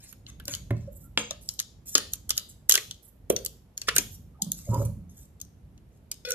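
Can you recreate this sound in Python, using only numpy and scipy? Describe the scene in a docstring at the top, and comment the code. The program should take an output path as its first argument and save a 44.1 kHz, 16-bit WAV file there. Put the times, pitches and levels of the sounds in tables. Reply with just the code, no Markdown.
"""Opening a taped box

Hands work at the taped flap of a long cardboard box on a table in a small room: tape and card snap as noise bursts,
fingers rub as patchy hiss, and short swelling sines give finger taps and juddering squeaks. A steel blade lands with
a clink of ringing modes, the box thumps and is rolled over cloth with a resonant drone and a scuff, and at last the
blade squeaks in the seal as a wavering tone with overtones. A low room rumble of shaped noise lies under it all."""
import sys
import numpy as np
from scipy import signal
from scipy.fft import rfft, irfft, next_fast_len
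from scipy.io import wavfile
from scipy.ndimage import uniform_filter1d, map_coordinates

SR = 44100
rng = np.random.default_rng(int(sys.argv[2]) if len(sys.argv) > 2 else 0)


def generate_wav(signal):
    """Clip the signal to [-1, 1] and save it as 16-bit WAV at the path in sys.argv[1]."""
    frames = np.transpose(np.atleast_2d(signal))
    scaled = np.clip(frames, -1, 1) * 32767
    pcm = np.round(scaled).astype(np.int16)
    wavfile.write(sys.argv[1], SR, pcm)


N = 279977

# Levels in event tables are relative: each sound function may add its own trim.
# Spectrum of the room's air. Each row: frequency in Hz, relative level in dB.
RUMBLE_SPECTRUM = [(25, -14.5), (50, -3), (100, -5), (200, -12.5), (350, -22.5), (600, -27), (1200, -37),
                   (3000, -43), (14000, -58)]
# Swelling of the room's murmur. Each row: time in seconds, relative level in dB.
MURMUR_LEVEL = [(0.0, -59.5), (0.56, -54), (1.93, -62), (2.08, -57), (3.13, -67), (3.34, -54),
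                (3.73, -66.5), (3.96, -52), (4.42, -61), (4.85, -44), (4.98, -57.5), (6.35, -64)]
# Fingers sliding on card and tape peeling.
# Each row: start in seconds, length in seconds, relative level in dB, treble tilt in dB per octave.
STROKES = [(0, 0.12, -52, -3.5), (0.27, 0.035, -48, -7.5), (0.47, 0.08, -38.5, -4),
           (0.74, 0.2, -64.5, -7.5), (0.911, 0.16, -58.5, 12), (1.409, 0.14, -50, 3.5),
           (1.855, 0.13, -42, 4.5), (2.118, 0.044, -45.5, -1.5), (2.348, 0.027, -42, -1),
           (2.486, .045, -49.5, 4.5), (2.687, 0.038, -38, -11), (3.023, 0.08, -59, 15),
           (3.87, 0.022, -29, -7), (3.948, 0.081, -37.5, 1), (4.102, 0.066, -53, 8.5),
           (4.532, 0.22, -49.5, -1), (4.732, 0.148, -48.5, 1), (5.09, 0.085, -61.5, 0.5),
           (5.168, 0.093, -55.5, 1.5), (5.9, 0.11, -76.5, -2), (6.283, 0.036, -38, -8)]
# Spectrum of skin on card. Each row: frequency in Hz, level in dB.
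SKIN_SPECTRUM = [(600, -42), (1100, -17), (1500, -14), (2300, -11), (3200, -7.5), (5000, -1), (7200, 6.5),
                 (9000, -5), (12000, -6), (14500, -7.5), (16000, -24.5)]
# Tape and card giving way.
# Each row: time in seconds, relative crack level in dB, relative card level in dB, treble tilt in dB per octave.
SNAPS = [(0.126, -32.5, -62, 15), (0.2651, -27, -74, -23), (0.398, -38, -53, 15), (0.454, -27, -76, 8),
         (0.48, -15.5, -44, 5), (0.5374, -14.5, -46, -14), (0.5495, -15.5, -55.5, 3.5),
         (1.3083, -13, -44, -5.5), (1.489, -10, -58, -1), (1.5915, -10, -59.5, -6.5),
         (1.5993, -8.5, -52, -2), (1.952, 5.5, -25.5, -1.85), (1.9793, -7, -41, 0.2),
         (2.1345, -12, -53.5, 4.5), (2.2932, -13.5, -53, 4.5), (2.3045, -2.5, -45, -3.5),
         (2.3775, -5, -44.5, 0), (2.6942, 3, -37.5, 8), (2.7009, -6, -43, 8.5), (2.7106, -2.5, -41, -1),
         (2.7214, 3, -45.5, -1.5), (2.7392, -5, -36.5, 6.5), (2.7532, 0.5, -33.5, -3),
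         (2.7761, -10, -35, -3), (2.9103, -16, -65, -9.5), (3.3, -9.5, -37, 14.5), (3.3632, -7.5, -47, -3),
         (3.4488, -17, -67, 10.5), (3.461, -12, -65.5, 0.5), (3.7765, -14.5, -59, 2),
         (3.8159, -16, -50.5, -1.5), (3.8834, -16.5, -28, 5), (3.8875, -8, -29, -2.5),
         (3.9632, -2.5, -33, 6.5), (3.982, 1.5, -34, 1), (4.4202, -6.5, -70.5, 5.5), (4.5179, -9.5, -66, 7),
         (4.744, -28, -65, 9), (5.401, -35, -74, 2), (5.4141, -20, -73.5, 1.5), (5.7771, -44.5, -78, -6),
         (6.115, -13, -55.5, -2.5), (6.3056, -13, -48, 7), (6.3185, -8.5, -62, 2)]
# Spectrum of cracking tape. Each row: frequency in Hz, level in dB.
CRACK_SPECTRUM = [(100, -53.5), (1500, -28.5), (2400, -30.5), (3000, 1.5), (5300, 6.5), (6800, 10),
                  (8700, -2.5), (11500, -8.5), (14000, -7), (16000, -20.5)]
# Spectrum of barking card. Each row: frequency in Hz, level in dB.
CARD_SPECTRUM = [(100, -37), (450, -8.5), (700, -16.5), (1200, -3.5), (1600, 1), (2200, -4), (3000, 2.5),
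                 (5000, -11.5), (16000, -55.5)]
# Resonances of a flexing face of the box. Each row: frequency in Hz, width in Hz, level in dB.
PANEL_RESONANCES = [(437.4, 140, -5), (590, 43, -3)]
# The box knocks on the table. Each row: start in seconds, air cavity level in dB, wall level in dB.
THUMPS = [(0.484, -41, -60.5), (0.706, -19.5, -43.5), (0.826, -35.5, -79), (1.175, -48.5, -48.5),
          (1.954, -62, -51), (3.303, -54, -44.5), (3.985, -62, -53), (4.691, -20, -76), (4.778, -20.5, -65),
          (4.834, -19, -76), (4.95, -44.5, -85.5)]
# Modes of the air in the box. Each row: frequency in Hz, level in dB, 60 dB decay time in seconds.
CAVITY_MODES = [(112.5, 5.5, 0.33), (85.16, -15.5, 0.62), (156, -9, 0.36), (200.4, -14.5, 0.48)]
# Resonances of the box walls. Each row: frequency in Hz, width in Hz, level in dB.
WALL_RESONANCES = [(214, 8.2, 6), (286.6, 43, 2), (359, 20, -0.5), (560.3, 22, 0.5), (995, 32, -12),
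                   (1200, 54, -41), (1820, 210, -20)]
# Spectrum of the shudder that drives the walls. Each row: frequency in Hz, level in dB.
SHUDDER_SPECTRUM = [(1500, 6.5), (2500, 2), (6000, -5.5)]
# Short notes from the card: finger taps on the box face near 560-590 Hz, juddering squeaks at other pitches.
# Each row: centre time in seconds, pitch in Hz, level in dB, width of the swell in seconds.
CHIRPS = [(0.485, 587, -40.5, 0.015), (0.51, 1470, -53.5, 0.065), (0.884, 568, -36, 0.013),
          (1.059, 1360, -61, 0.036), (1.312, 567, -33.5, 0.0074), (4.357, 1233, -60.5, 0.023),
          (4.413, 799, -49, 0.041), (4.688, 590, -39, 0.027), (4.747, 955, -28, 0.041),
          (4.815, 564, -31.5, 0.03)]
# Modes of the blade. Each row: frequency in Hz, relative level in dB, 60 dB decay time in seconds.
STEEL_MODES = [(478, -2.5, 0.13), (2300, -15, .19), (3333, 8, 0.061), (4300, -15, .17), (5227, -10, .2),
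               (6360, -3, 0.36), (7040, -5.5, 0.33), (7650, -5.5, 0.3), (7700, -21, .18),
               (8040, -6.5, 0.18), (8950, -12.5, 0.16), (10600, -21.5, 0.14), (12400, -29, 0.12),
               (13100, -24.5, .18)]
# Spectrum of the table under the blade. Each row: frequency in Hz, level in dB.
TABLE_SPECTRUM = [(150, -39.0), (500, -1.5), (1400, 1.5), (3300, 5.5), (5000, -1.0), (8000, -18.5), (14000, -52.0)]
# The box is pushed over the cloth.
# Each row: start in seconds, time until the fall in seconds, drone level in dB, scuff level in dB.
SHOVES = [(4.40, 0.053, -34.5, -56.5), (4.674, 0.14, -35.5, -35), (4.95, 0.088, -47.5, -71.5)]
# Spectrum of the scuff. Each row: frequency in Hz, level in dB.
SCUFF_SPECTRUM = [(120, -34), (280, 5.5), (560, 3.5), (720, -10), (950, -6), (1300, -9.5), (1700, -32),
                  (2500, -53), (3800, -39.5), (6000, -48)]
# The blade sticks and slips in the seal. 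Each row: time in seconds, pitch in Hz, relative fundamental level in dB,
# overtone level in dB, overtone tilt in dB per octave.
SQUEAK_PATH = [(6.246, 486, -85, -100, 8), (6.251, 497.3, -39.5, -40, 12), (6.271, 499, -44, -44.5, 0),
               (6.279, 493.5, -30.5, -43, -4), (6.31, 490.4, -28.5, -46.5, -6.5),
               (6.35, 496, -31.5, -47, -11)]
# Overtones of the squeak. Each row: multiple of the pitch, relative level in dB.
OVERTONES = [(3, 1), (4, -13), (5, -2.5), (6, -19), (7, -3), (8, -12), (9, -5), (11, -7.5), (13, -18)]
# Spectrum of the scrape in the squeak. Each row: frequency in Hz, level in dB.
GRIT_SPECTRUM = [(900, -25), (1500, -3), (3500, 0), (5500, -3), (9000, -16)]
# Decay of the room. Each row: frequency in Hz, 60 dB decay time in seconds.
ROOM_DECAY = [(100, 0.14), (500, .36), (1500, 0.24), (4000, 0.41), (8000, 0.38), (14000, 0.4)]
# Colour of the room's tail. 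Each row: frequency in Hz, level in dB.
ROOM_SPECTRUM = [(120, 4.0), (450, 5.0), (1500, 4.5), (4000, -2.5), (7000, -7.5), (12000, -7.0)]
# Diffuse sound at the two ports. Each row: frequency in Hz, left-right likeness from 0 to 1.
LIKENESS = [(150, 0.96), (500, 0.65), (1200, 0.12), (3000, .1)]
# Balance of the microphone ports. Each row: frequency in Hz, left minus right in dB.
PORT_BALANCE = [(150, -1.5), (450, -0.5), (800, -2.5), (1500, -2.5), (2500, -1), (4700, 3.5), (6700, 4.5),
                (9000, 0), (10300, -16.5), (12000, -25.5), (14000, -14.5), (15500, -9.5)]
# Response shared by both ports. Each row: frequency in Hz, level in dB.
PORT_RESPONSE = [(25, -16.5), (38, -8.5), (48, -0.5), (5000, -1.0), (9000, 3.0), (12000, 1), (14200, -0.5), (14800, -10)]


def amp(db):
    """Decibels to gain."""
    return 10 ** (np.asarray(db) / 20)


def unit(x):
    """Scale x to an rms of 1."""
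    return x / np.sqrt(np.mean(x ** 2) + 1e-20)


def along(points, hz):
    """Read a curve of (Hz, value) points on a log frequency axis."""
    f, v = np.transpose(points)
    return np.interp(np.log(hz + 1), np.log(f + 1), v)


def curves(rows):
    """Draw one value per sample for each column after the time."""
    s, *columns = np.transpose(rows)
    return [np.interp(np.arange(N) / SR, s, column) for column in columns]


def during(rows):
    """A soft gate, open for the span of a curve."""
    t = np.arange(N) / SR
    is_open = (t > rows[0][0]) & (t < rows[-1][0])
    return uniform_filter1d(1. * is_open, size=128)


def wobble(rate):
    """A smooth random curve with rate knots a second."""
    knots = rng.standard_normal(int(N * rate / SR) + 4)
    return map_coordinates(knots, [np.arange(N) * rate / SR])


def filtered(x, response):
    """Multiply the spectrum of x by a complex response of frequency."""
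    n = x.shape[-1]
    m = next_fast_len(n + 8192)
    return irfft(rfft(x, m) * response(np.fft.rfftfreq(m, 1 / SR)), m)[..., :n]


def coloured(x, points):
    """Shape x with a causal, minimum-phase filter through (Hz, dB) points."""
    size = 1024
    gain = amp(along(points, np.fft.rfftfreq(size, 1 / SR)))
    cepstrum = irfft(np.log(gain))
    # folding the cepstrum forward puts all the energy after the onset
    cepstrum[1:size // 2] *= 2
    cepstrum[size // 2 + 1:] = 0
    impulse = irfft(np.exp(rfft(cepstrum)))
    return signal.fftconvolve(x, impulse)[:len(x)]


def tilted(points, tilt):
    """Lean a (Hz, dB) shape about 8 kHz by tilt dB per octave, holding the lean below 2.5 kHz."""
    return [(hz, db + tilt * np.log2(max(hz, 2500) / 8000)) for hz, db in points]


def resonate(x, peaks):
    """Drive parallel (Hz, width, dB) resonances with x."""
    def response(f):
        return sum(amp(db) * 1j * f * w / (c * c - f * f + 1j * f * w) for c, w, db in peaks)
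    return filtered(x, response)


def ring(modes, t):
    """Sum decaying sine modes, at slightly new strengths for each blow."""
    out = 0
    for hz, db, t60 in modes:
        strength = db + rng.normal(0, 1)
        out = out + amp(strength - 60 * t / t60) * np.sin(2 * np.pi * hz * t)
    return out


def add(track, s, sound):
    """Mix a sound into a track at time s."""
    part = track[..., max(round(s * SR), 0):][..., :sound.shape[-1]]
    part += sound[..., :part.shape[-1]]


def burst(t, t60, linger_db, linger_t60, lead_db=-24, lead_rise=0.00073):
    """Noise with a faint lead around t = 0, a fast burst after it and a weaker lingering decay."""
    after = np.maximum(t, 0)
    decay = amp(-60 * after / t60) + amp(linger_db - 60 * after / linger_t60)
    onset = 1 - np.exp(-after / 0.0007)
    lead = amp(lead_db) * np.exp(-np.abs(t) / lead_rise)
    return (decay * onset + lead) * rng.standard_normal(len(t))


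def diffuse(pair):
    """Blend two unrelated signals for the ports: alike in the bass, apart in the treble."""
    def response(hz):
        turn = np.arccos(np.clip(along(LIKENESS, hz), -1, 1)) / 2
        return np.array([np.cos(turn), np.sin(turn)])
    mid, side = filtered(pair, response)
    return np.array([mid + side, mid - side])


def rumble(level_db=8, hum_db=-65, hiss_db=-53, throb_db=2):
    """A low noise murmur swells and sinks over a steady faint hiss and a weak 44 Hz hum."""
    level, = curves(MURMUR_LEVEL)
    noise = rng.standard_normal((2, N))
    air = unit(diffuse(filtered(noise, lambda hz: amp(along(RUMBLE_SPECTRUM, hz)))))
    murmur = filtered(air, lambda hz: 1 / (1 + (hz / 260) ** 4))
    hiss = air - murmur
    hum = unit(np.sin(2 * np.pi * 44.0 * np.arange(N) / SR) * amp(1.5 * wobble(5)))
    return amp(level + level_db + throb_db * wobble(10)) * murmur + amp(hiss_db) * hiss + amp(hum_db) * hum


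def rub(catch_db=-2, catches_per_s=250, patchy_db=6.5, jerky_db=4, rise_s=.008, edge_s=.003):
    """Skin hisses over the card in shifting patches of noise and catches on single fibres as random clicks."""
    fibres = (rng.random(N) < catches_per_s / SR) * amp(8.4 * rng.standard_normal(N))
    friction = rng.standard_normal(N) + amp(catch_db) * unit(fibres)
    z = signal.stft(friction, nperseg=512)[2]
    # random gains, smoothed over frequency and then over time
    patches = uniform_filter1d(rng.standard_normal(z.shape), size=3, axis=0)
    patches = unit(uniform_filter1d(patches, size=6, axis=1))
    slide = signal.istft(z * amp(patchy_db * patches), nperseg=512)[1][:N]
    slide = slide * amp(jerky_db * wobble(70))
    out = np.zeros(N)
    for s, length, db, tilt in STROKES:
        piece = slide[round(s * SR):][:round(length * SR)]
        t = np.arange(len(piece)) / SR
        fade = np.tanh(t / rise_s) * np.tanh(t[::-1] / edge_s)
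        add(out, s, amp(db) * fade * unit(coloured(piece, tilted(SKIN_SPECTRUM, tilt))))
    return out


def crackling(crack, before_db=-23, before_s=0.0025, after_db=-24, after_s=0.014, count=2):
    """A weak fibre parts just before each crack and a few more follow, as faint shifted copies."""
    out, chance = crack.copy(), rng.standard_normal((count + 1, 2))
    for k, (when, size) in enumerate(chance):
        s, db = (k * after_s, after_db) if k else (-before_s, before_db)
        shift = round(np.clip(s * np.exp(0.3 * when), -0.01, 0.04) * SR)
        out += amp(db + 2 * size) * np.roll(crack, shift, axis=-1)
    return out


def rippled(x, depth_db, width_hz):
    """The sheet beams some frequencies at the ports and others past them: a random ripple in the spectrum."""
    def gain(hz):
        return amp(depth_db * map_coordinates(rng.standard_normal(1200), [hz / width_hz]))
    return filtered(x, gain)


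def flexing(t):
    """The face of the box rings after a short push at t = 0."""
    push = (t > 0) * (1 - t / 0.00085) * np.exp(-np.abs(t) / 0.00082)
    return unit(resonate(push, PANEL_RESONANCES))


def snaps(crack_db=-28, card_db=-3, flex_db=-18.5, apart_db=-6, skew_db=-4, delay_s=.0008):
    """Each snap is a bright crack, a bark of the card and a push on the face, which also pops once.

    Returns the stereo sound sent to the ports and the mono sound sent all round."""
    sheets, flex, around = np.zeros((2, N)), pop(), np.zeros(N)
    t = np.arange(-SR // 80, SR // 16) / SR
    face = flexing(t)
    for s, crack, card, tilt in SNAPS:
        start = s + delay_s + t[0]
        slope = tilted(CRACK_SPECTRUM, tilt)
        # a common part and a difference part: the two ports see the tape from different sides
        tape = np.array([unit(coloured(burst(t, t60=0.0032, linger_db=-27, linger_t60=0.045), slope))
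                         for _ in range(2)])
        bark = np.array([unit(coloured(burst(t, t60=0.03, linger_db=-19.0, linger_t60=0.11), CARD_SPECTRUM))
                         for _ in range(2)])
        sheet = amp(crack + crack_db) * crackling(tape) + amp(card + card_db) * bark
        # the ripple leaves the strength of each part as it was
        beamed = [np.std(part) * unit(rippled(part, depth_db=5.0, width_hz=400)) for part in sheet]
        add(sheets, start, np.array(beamed))
        add(around, start, sheet[0])
        add(flex, start, amp(card + flex_db) * face)
    late_flex = np.roll(flex, SR // 1800)
    mid = sheets[0] + flex
    side = amp(apart_db) * sheets[1] + amp(skew_db) * late_flex
    return np.array([mid + side, mid - side]), around + flex


def thumps(cavity_rise_s=0.0066, rattle_t60=0.11):
    """Soft blows: the walls shudder at once, the hollow of the box swells and booms."""
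    out, t = np.zeros(N), np.arange(SR // 2) / SR
    for s, cavity_db, wall_db in THUMPS:
        shudder = coloured(burst(t, t60=0.027, linger_db=-22, linger_t60=rattle_t60), SHUDDER_SPECTRUM)
        boom = ring(CAVITY_MODES, t) * (1 - np.exp(-t / cavity_rise_s))
        add(out, s, amp(cavity_db) * boom)
        add(out, s, amp(wall_db) * unit(resonate(shudder, WALL_RESONANCES)))
    return out


def chirps(waver_rad=0.78):
    """Finger taps on the box face and juddering squeaks: short sines that swell, waver in phase and fade."""
    out, t = np.zeros(N), np.arange(-SR // 10, SR // 10) / SR
    for s, hz, db, length in CHIRPS:
        drift = map_coordinates(rng.standard_normal(40), [np.linspace(0, 39, len(t))])
        note = np.sin(2 * np.pi * hz * t + waver_rad * drift)
        add(out, s + t[0], amp(db) * np.exp(-(2 * t / length) ** 2) * note)
    return out


def clink(s=1.1745, ring_db=-32, clack_db=-39, tick_db=-39, chatter=0.46):
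    """The blade lands flat on the table: a clack, a hard tick and a short steel ring that chatters."""
    out, t = np.zeros(N), np.arange(SR // 2) / SR
    clack = coloured(burst(t, t60=0.02, linger_db=-21, linger_t60=0.13), TABLE_SPECTRUM)
    tick = coloured(1. * (t == 0), TABLE_SPECTRUM)
    steel = sum(ring([mode], t) * (1 + chatter * wobble(110)[:len(t)]) for mode in STEEL_MODES)
    add(out, s, amp(ring_db) * steel + amp(clack_db) * unit(clack))
    add(out, s + 0.0014, amp(tick_db) * unit(tick))
    return out


def pop(s=3.3016, hz=453.3, level_db=-8, rise_s=0.0022):
    """The pressed face of the box buckles once and swings through a few strongly damped cycles."""
    out, t = np.zeros(N), np.arange(SR // 16) / SR
    u = t / rise_s
    swing = (u * np.exp(1 - u)) ** 3 * np.sin(2 * np.pi * hz * t)
    add(out, s, amp(level_db) * swing)
    return out


def swell(s, length, rise_s, fall_db_per_s):
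    """A push builds up from s and dies away once its length is over."""
    t = np.arange(N) / SR - s
    return np.clip(t / rise_s, 0, 1) ** 2 * amp(-fall_db_per_s * np.maximum(t - length, 0))


def roll(slips_per_s=260):
    """The turning box drags over the cloth in small dull slips; its hollow drones and a slower scuff builds up."""
    drone = sum(amp(db) * swell(s, length, rise_s=0.028, fall_db_per_s=136) for s, length, db, _ in SHOVES)
    scuff = sum(amp(db) * swell(s, length, rise_s=0.063, fall_db_per_s=305) for s, length, _, db in SHOVES)
    slips = unit((rng.random(N) < slips_per_s / SR) * rng.standard_normal(N))
    jerks = slips + .5 * rng.standard_normal(N)
    hollow = unit(resonate(resonate(jerks, [(179.6, 46, 0)]), [(180, 61, 0)]))
    return drone * hollow + scuff * unit(coloured(jerks, SCUFF_SPECTRUM))


def squeak(level_db=-2, flutter_db=4, jitter_rad=0.47, waver=0.0123, grit_db=-5):
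    """Stick and slip swing the blade: the pitch wavers, the overtones flutter and noise scrapes with each swing."""
    hz, fundamental, overtones, tilt = curves(SQUEAK_PATH)
    phase = 2 * np.pi * np.cumsum(hz * (1 + waver * wobble(120))) / SR
    rasp = np.zeros(N)
    for k, db in OVERTONES:
        strength = amp(db + tilt * np.log2(k / 5) + flutter_db * wobble(110))
        rasp += strength * np.sin(k * phase + jitter_rad * wobble(200))
    # the scrape swells twice per cycle
    grit = unit(coloured(rng.standard_normal(N) * np.cos(phase) ** 4, GRIT_SPECTRUM))
    tone = amp(fundamental + level_db) * unit(np.sin(phase))
    return during(SQUEAK_PATH) * (tone + amp(overtones) * (rasp + amp(grit_db) * grit))


def direct(pair):
    """The box lies a little to the right, so the left port hears it late."""
    lag = 4 / SR  # seconds between the ports
    return filtered(pair, lambda hz: np.exp(1j * np.pi * hz * lag * np.array([[-1], [1]])))


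def room(x, gap_s=0.0021):
    """The walls answer with a noise tail in which each frequency dies at its own speed."""
    hz, t, z = signal.stft(rng.standard_normal((2, SR // 2)), SR, nperseg=256)
    decay = amp(-60 * t / along(ROOM_DECAY, hz)[:, None])
    tail = diffuse(signal.istft(z * decay, SR, nperseg=256)[1])
    tail = tail * (1 - np.exp(-(np.arange(tail.shape[1]) / SR / gap_s) ** 2))
    tail = tail / np.linalg.norm(tail[0])
    tail = filtered(tail, lambda f: amp(along(ROOM_SPECTRUM, f)))
    return signal.fftconvolve(x[None], tail, axes=1)[:, :N]


def scene():
    """Mix all handling sounds, near and by way of the walls, over the rumble."""
    fingers = rub()
    cracks, cracks_around = snaps()
    knocks = thumps() + chirps() + roll()
    blade = clink()
    tone = squeak()
    balanced_tone = tone * amp([[1.5], [-1.5]])  # gains of +1.5 dB and -1.5 dB, ahead of the port responses
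    near = direct(cracks + knocks + blade + amp(-3) * fingers + balanced_tone)
    far = amp(-10.0) * cracks_around + amp(-9) * knocks + amp(-7.5) * blade
    far = far + amp(-4.5) * fingers + amp(-7) * tone
    return near + room(far) + rumble()


def record(dry, top_hz=15600):
    """Each microphone port has its own treble response; deep bass and the top are cut steeply."""
    def response(hz):
        balance = along(PORT_BALANCE, hz) * np.array([[.5], [-.5]])
        return amp(balance + along(PORT_RESPONSE, hz))
    ports = np.clip(filtered(dry, response), -1, 1)
    return filtered(ports, lambda hz: np.clip((top_hz + 150 - hz) / 300, 0, 1))


dry = scene()
out = record(dry)
generate_wav(out)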